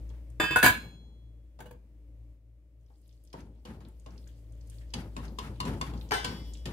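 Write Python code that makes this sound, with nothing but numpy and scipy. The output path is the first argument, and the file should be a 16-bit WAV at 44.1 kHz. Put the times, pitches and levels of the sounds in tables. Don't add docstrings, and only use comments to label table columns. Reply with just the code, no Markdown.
import sys
import numpy as np
from scipy import signal
from scipy.fft import rfft, irfft, next_fast_len
from scipy.io import wavfile
from scipy.ndimage import uniform_filter1d

SR = 44100
rng = np.random.default_rng(int(sys.argv[2]) if len(sys.argv) > 2 else 0)


def dump(signal):
    limited = np.clip(np.atleast_2d(signal).T, -1, 1)
    pcm = np.round(limited * 32767).astype(np.int16)
    wavfile.write(sys.argv[1], SR, pcm)


N = 296352

# (frequency [Hz], relative density [dB per Hz])
THUD = [(59, -17.5), (100, -2.5), (480, 5), (1000, 1), (1400, -14), (2400, -25), (3380, -49.5),
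        (17600, -120)]
# (frequency [Hz], relative density [dB per Hz])
CLATTER = [(41, -44), (70, -6.5), (400, -22.5), (1020, -21.5), (1200, -19.5), (1650, -10), (1980, -25.5),
           (2220, -19), (4800, -29), (5500, -38.5), (6160, -29), (16000, -27)]


def undb(db):
    return 10 ** (np.asarray(db) / 20)


def unit(x):
    return x / np.sqrt(np.mean(x ** 2))


def noise(spectrum, size, alike_hz=900, lines_db=0.):
    fast = next_fast_len(size)
    hz = np.arange(fast // 2 + 1) * SR / fast + 1e-3
    at, db = np.transpose(spectrum)
    colour_db = np.interp(np.log(hz), np.log(at), db, left=-90, right=-90)
    peaks_db = lines_db * np.repeat(rng.standard_normal(len(hz) // 8 + 1), 8)[:len(hz)]
    mid, side = rfft(rng.standard_normal((2, fast)))
    side = side * hz ** 2 / (hz ** 2 + alike_hz ** 2)
    left_right = np.array([mid + side, mid - side])
    return unit(irfft(undb(colour_db + peaks_db) * left_right, fast))[:, :size]


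def walk(rate):
    hold = int(SR / rate)
    steps = np.repeat(rng.standard_normal(N // hold + 1), hold)
    return 0.92 * uniform_filter1d(uniform_filter1d(steps, hold), hold)[:N]


def fade(t60, size):
    return np.exp(-np.log(1000) * np.arange(size) / (max(t60, .002) * SR))


def ring(modes, size, spread=1.0):
    beat_hz, beat_share = 9, .35
    t, out = np.arange(size) / SR, np.zeros((2, size))
    for (hz, db, t60), chance in zip(modes, rng.standard_normal((len(modes), 3))):
        strength = undb(db + 1.2 * chance[0])
        shift = spread * chance[1] * min(hz / 1500, 1) * np.array([[.5], [-.5]])
        beat = 1 + beat_share * np.sin(2 * np.pi * beat_hz * chance[2] * t)
        out += strength * fade(t60, size) * beat * np.sin(2 * np.pi * hz * t + shift)
    return out * (1 - np.exp(-t / 0.00065))


def burst(spectrum, db, t60, attack=0.00048, lines_db=7.0):
    steps = np.repeat(rng.standard_normal(64), 256)
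    uneven = undb(2.5 * uniform_filter1d(steps, size=256))
    rise = 1 - np.exp(-np.arange(16384) / (attack * SR))
    return undb(db) * noise(spectrum, 16384, lines_db=lines_db) * fade(t60, 16384) * uneven * rise


def add(out, s, x):
    i = int(s * SR)
    out[:, i:i + x.shape[1]] += x[:, :N - i]


def place(x, pan_db, lag):
    left = x[0] * undb(pan_db / 2)
    right = np.roll(x[1], int(round(lag))) * undb(-pan_db / 2)
    return np.array([left, right])


def background_db(s):
    # (time [s], level [dB])
    hum_level = [(0, -39), (.15, -42), (0.899, -48), (1.3, -50.5), (2.33, -49.5), (2.4, -54.5),
                 (3.201, -52.5), (4.2, -47), (4.9, -42.5), (5.8, -42), (6.72, -41)]
    return np.interp(s, *np.transpose(hum_level))


def appliance_hum(level_db):
    turn = 2 * np.pi * np.cumsum(56.85 + 1.6 * walk(12)) / SR
    waver_db = 2.2 * walk(12)
    octave = undb(-17 + 8.9 * walk(6.6)) * np.sin(2 * turn)
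    return np.sqrt(2) * undb(level_db + waver_db) * (np.sin(turn) + octave)


def kitchen_noise(level_db):
    # (frequency [Hz], relative density [dB per Hz])
    rumble_colour = [(41, -35), (70, -4.5), (86, -15), (123, -16), (256, -26), (294, -15), (366, -29),
                     (406, -28.5), (611, -27.5), (669, -37.5), (1500, -57.5), (1950, -87.5), (3300, -120)]
    # (frequency [Hz], relative density [dB per Hz])
    hiss_colour = [(590, -37.5), (1000, -10), (1180, -9), (1350, -12.5), (2100, -8.5), (4170, -17.5),
                   (16000, -20.5)]
    rumble = undb(level_db - 12.5 + 0.5 * walk(10)) * noise(rumble_colour, N)
    return rumble + undb(level_db - 31.5) * noise(hiss_colour, N)


def swelling_noise(swell):
    # (frequency [Hz], relative density [dB per Hz])
    swell_colour = [(41, -31.5), (70, -3.5), (223, -6.5), (695, -25.5), (853, -20), (1150, -26),
                    (1280, -23.5), (8090, -46), (10900, -42.5), (16000, -57.5)]
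    full = noise(swell_colour, N)
    bass = signal.sosfiltfilt(signal.butter(2, 900, fs=SR, output="sos"), full)
    treble = full - bass
    bass_flicker_db, treble_flicker_db = 3 * walk(30), 3 * walk(60)
    return swell[0] * undb(bass_flicker_db) * bass + swell[1] * undb(treble_flicker_db) * treble


def pop(hz, cycles):
    turn = np.arange(512) / SR * hz
    envelope = (1 - np.exp(-turn)) * np.exp(-turn / cycles)
    return envelope * np.sin(2 * np.pi * turn * (1 + 0.0074 * turn)) * np.ones((2, 1))


def bubbles():
    # (time [s], relative level [dB], starting pitch [Hz])
    wet_pops = [(0.092, -55.5, 6000), (.301, -57.5, 8500), (3.015, -63.5, 10400), (3.078, -60, 9500),
                (3.092, -62, 4500), (3.127, -63, 5570), (3.25, -58.5, 8800), (3.405, -53, 5900),
                (3.885, -55, 10770), (3.2378, -57.5, 11000), (3.274, -58, 5400), (3.3009, -60, 4600),
                (3.85, -51, 3830), (3.9976, -56, 8000), (4.106, -57, 5400), (4.16, -61, 2500),
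                (4.1786, -50, 4770), (4.275, -51.5, 6600), (4.29, -58, 3300), (4.5221, -58, 7500),
                (4.61, -54.5, 5440), (4.6728, -57, 7750), (4.699, -44, 9100), (4.7837, -52.5, 4350),
                (4.904, -56, 4900), (5.252, -48.5, 5800), (5.2807, -48, 4560), (5.5593, -59.5, 3730),
                (5.977, -51, 4660), (6.012, -43.5, 3640), (6.089, -46.5, 5570), (6.5362, -39.5, 7110),
                (6.552, -45.5, 3500), (6.572, -50.5, 5330)]
    # (time [s], relative level [dB], pitch [Hz])
    deep_plops = [(4.269, -61, 1600), (4.72, -61, 1580), (4.812, -57, 1850)]
    out = np.zeros((2, N))
    for s, db, hz in wet_pops:
        wet_colour = [(hz / 2.7, -20), (hz, 0), (min(1.6 * hz, 16000), -16)]
        add(out, s, undb(db) * pop(hz, 5.5))
        add(out, s, undb(db - 6) * noise(wet_colour, 2048) * fade(0.037, 2048))
    for s, db, hz in deep_plops:
        plop_colour = [(hz / 2.5, -14), (hz, 0), (3 * hz, -14)]
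        add(out, s, undb(db) * ring([(hz, 0, .03), (1.12 * hz, -2, .02)], 4096))
        add(out, s, burst(plop_colour, db - 4, .09, lines_db=3.))
    return out


def dragged_sauce():
    # (time [s], relative level [dB])
    drag_level = [(2.8, -76), (3.1, -69.5), (3.5, -73.5), (4.15, -66.5), (4.3, -63), (4.5, -71),
                  (4.75, -60), (4.9, -68), (5.3, -61.5), (6.5, -56.5), (6.72, -66)]
    out = np.zeros((2, N))
    at, db = np.transpose(drag_level)
    for when, pitch, size in rng.random((300, 3)):
        s = at[0] + when * (at[-1] - at[0])
        pop_db = np.interp(s, at, db) - 4 * np.log(size + .02)
        add(out, s, undb(pop_db) * pop(3000 * 4 ** pitch, 4.))
    drag_db = np.interp(np.arange(N) / SR, at, db, left=-120)
    for hz in (3000, 4770, 8000, 12430):
        band = noise([(hz / 2, -18), (hz, 0), (hz * 2, -18)], N)
        out += undb(drag_db - 19 + 6 * walk(30)) * band
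    return out


def stew():
    return place(bubbles() + dragged_sauce(), 0.27, 14)


def knocks_and_swell():
    # (time [s], struck by, crack level [dB], thud level [dB])
    knocks = [(0.099, "other", -60, -55.5), (0.632, "other", -62, -23), (1.589, "other", -54.5, -43.5),
              (2.901, "other", -83, -64.5), (3.329, "other", -45.5, -61.5), (3.338, "other", -81, -41.5),
              (3.651, "other", -45.5, -47.5), (3.804, "other", -58, -56), (4.061, "blade", -53.5, -48),
              (4.937, "other", -32, -43.5), (5.165, "blade", -39, -44.5), (5.386, "blade", -32.5, -45),
              (5.602, "blade", -30, -50), (5.652, "blade", -37, -44), (5.812, "blade", -32, -40),
              (5.936, "blade", -51.5, -50), (6.111, "other", -65, -29), (6.245, "other", -26, -43),
              (6.655, "other", -33.5, -42)]
    # (frequency [Hz], relative density [dB per Hz])
    crack_colour = [(180, -40.5), (300, -25.5), (565, -18.5), (1080, -8), (1390, -24.5), (2880, -10.5),
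                    (6740, -20.5), (12300, -28.5), (16000, -47)]
    # (frequency [Hz], relative level [dB], decay by 60 dB [s])
    wood_modes = [(1000, 5, 0.13), (1078, 13, 0.05), (2110, 2, 0.035), (2810, 3, 0.04), (4300, -2, 0.025),
                  (7340, 9, 0.012)]
    wood_db = -10
    hold_s, swell_db, faint_swell_db = .12, -0.54, -5.5
    boom_db, boom_fade_s = -13.5, .16
    out, swell = np.zeros((2, N)), np.zeros((2, N))
    t = np.arange(32768) / SR
    late = np.maximum(t - hold_s * np.array([[1], [.7]]), 0)
    shape = (1 - np.exp(-t / 0.0058)) * np.exp(-late / np.array([[.06], [.035]]))
    for s, struck_by, crack_db, thud_db in knocks:
        add(out, s, burst(crack_colour, crack_db, 0.05, attack=0.001))
        if struck_by == "blade":
            add(out, s, undb(crack_db + wood_db) * ring(wood_modes, 8192))
        add(out, s, burst(THUD, thud_db, 0.12, attack=0.002, lines_db=4.0))
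        peak_db = min(background_db(s) + swell_db, crack_db + faint_swell_db)
        add(swell, s, undb(peak_db) * shape)
        add(swell[:1], s, undb(thud_db + boom_db) * np.exp(-t[None] / boom_fade_s))
    return place(out, 1.4, 14), swell


def tilted_clatter(tilt_db):
    return [(hz, db + tilt_db * np.log2(max(hz / 2000, 1))) for hz, db in CLATTER]


def lid_contacts():
    # (time [s], pose, ring level [dB])
    contacts = [(.399, "held", -22), (.434, "held", -29.5), (0.508, "held", -29), (.559, "tilted", -15.5),
                (.628, "seated", -17), (.643, "seated", -17), (.661, "seated", -16),
                (0.679, "seated", -35.5)]
    pose_modes = {"held": [(320, 0, .09), (430, -13, .12), (1000, -9, .1), (1230, -13, .15),
                  (1629, -10, .5), (1649, -6, .6), (1852, -18, .5), (2417, -17, .4), (2606, -6.5, .75),
                  (3079, -17, 1.5), (3526, -10, .9), (4834, -17, .4), (7335, -20, .2), (7817, -23, .3)],
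                  "tilted": [(735, -7, .07), (1050, -8, .07), (1486, 2, .17), (1649, -13, .28),
                  (2606, -15, .9), (3526, -23, .6), (7580, -16, .04), (9798, -25, .15), (10750, -26, .4)],
                  "seated": [(735, -11, .12), (1000, -13, .2), (1050, -13, .16), (1420, -12, .1),
                  (1488, -1, .12), (1640, 0, .13), (1685, 0, .14), (2250, -9, .36), (2697, -17, .28),
                  (3074, -19, .32), (3338, -42, 1.2), (3540, -20, .27), (3978, -16, .21), (4107, -33, .8),
                  (4730, -15, .1), (4990, -47, .7), (6560, -43, .9), (7100, -46, .8), (8350, -44, .7)]}
    choke_at = {"held": .557, "tilted": 0.68, "seated": 3}
    pose_clatter = {"held": (-4, 0.26, -4.2), "tilted": (-7.5, .2, -2), "seated": (-0.71, .15, -0.1)}
    out = np.zeros((2, N))
    for s, pose, ring_db in contacts:
        choked = np.maximum(np.arange(40000) / SR - (choke_at[pose] - s), 0)
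        clatter_db, t60, tilt_db = pose_clatter[pose]
        add(out, s, undb(ring_db) * ring(pose_modes[pose], 40000) * np.exp(-choked / 0.0087))
        add(out, s, burst(tilted_clatter(tilt_db), ring_db + clatter_db, t60, lines_db=5.5))
        add(out, s, burst(THUD, ring_db - 7.5, .07, attack=0.0014))
    return out


def lid_rocking():
    # (frequency [Hz], relative level [dB], decay by 60 dB [s])
    body_modes = [(120, 0, 0.087), (487, -3, 0.12)]
    start_s, gap_s, t60 = 1.603, 0.053, 0.09
    clatter_db, thud_db = -48, -44.5
    out = np.zeros((2, N))
    for k in range(3):
        s = start_s + k * gap_s
        add(out, s, burst(CLATTER, clatter_db - 4 * k, t60, attack=0.0017, lines_db=5.0))
        add(out, s, burst(THUD, thud_db - 3 * k, t60, attack=0.0032, lines_db=5.0))
        add(out, s, undb(thud_db) * ring(body_modes, 8192))
    return out


def lid():
    out = lid_contacts() + lid_rocking()
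    add(out, .678, burst(tilted_clatter(-4), -38, 0.47, attack=.02))
    middle = signal.sosfiltfilt(signal.butter(1, [800, 6000], "band", fs=SR, output="sos"), out)
    return place(out - middle, 5.4, 0) + place(middle, -3.5, 0)


def pot_wall():
    # (time [s], ring level [dB], clank level [dB], clank decay by 60 dB [s])
    blows = [(6.109, -38, -30, 0.046), (6.118, -28.5, -25.5, 0.14), (6.135, -39, -29.5, 0.38),
             (6.244, -46, -39, 0.44)]
    # (frequency [Hz], relative level [dB], decay by 60 dB [s])
    pot_modes = [(390, -2, .08), (765, -2, .1), (1327, -5, .14), (1642, 0, .11), (2309, -4, .18),
                 (2966, -19, 1.1), (3052, -7, .55), (3338, -23, 1.4), (3639, -18, .8), (4100, -22, .9),
                 (4750, -4, .04), (5030, -20, 1.2), (5126, -24, 1.1), (5556, -20, 1.2), (6202, -18, .45)]
    # (frequency [Hz], relative density [dB per Hz])
    clank_colour = [(120, -46.5), (200, -37), (409, 2.5), (612, -15), (749, -7.5), (1680, -12),
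                    (2020, -11.5), (3070, -16.5), (15100, -35.5), (16000, -65)]
    out = np.zeros((2, N))
    for s, ring_db, clank_db, t60 in blows:
        add(out, s, undb(ring_db) * ring(pot_modes, 32768, spread=0.59))
        add(out, s, burst(clank_colour, clank_db, t60, attack=0.00049))
    return place(out, 2.4, 14)


def room(x):
    t60_s, tail_db = 0.25, -9
    band = signal.butter(1, [500, 6000], "band", fs=SR, output="sos")
    tail = signal.sosfilt(band, rng.standard_normal((2, 16384))) * fade(t60_s, 16384)
    tail /= np.sqrt(np.sum(tail ** 2, axis=1, keepdims=True))
    return x + undb(tail_db) * signal.fftconvolve(x, tail, axes=1)[:, :N]


def scene():
    hum_db = background_db(np.arange(N) / SR)
    knocks, swell = knocks_and_swell()
    background = appliance_hum(hum_db) + kitchen_noise(hum_db) + swelling_noise(swell)
    at_the_stove = stew() + knocks + lid() + pot_wall()
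    return room(at_the_stove) + place(background, 2.4, 6)


def record(dry):
    thin = signal.sosfilt(signal.butter(2, 40, "high", fs=SR, output="sos"), dry)
    return signal.sosfilt(signal.ellip(8, .2, 70, 15600, fs=SR, output="sos"), thin)


dry = scene()
out = record(dry)
dump(out)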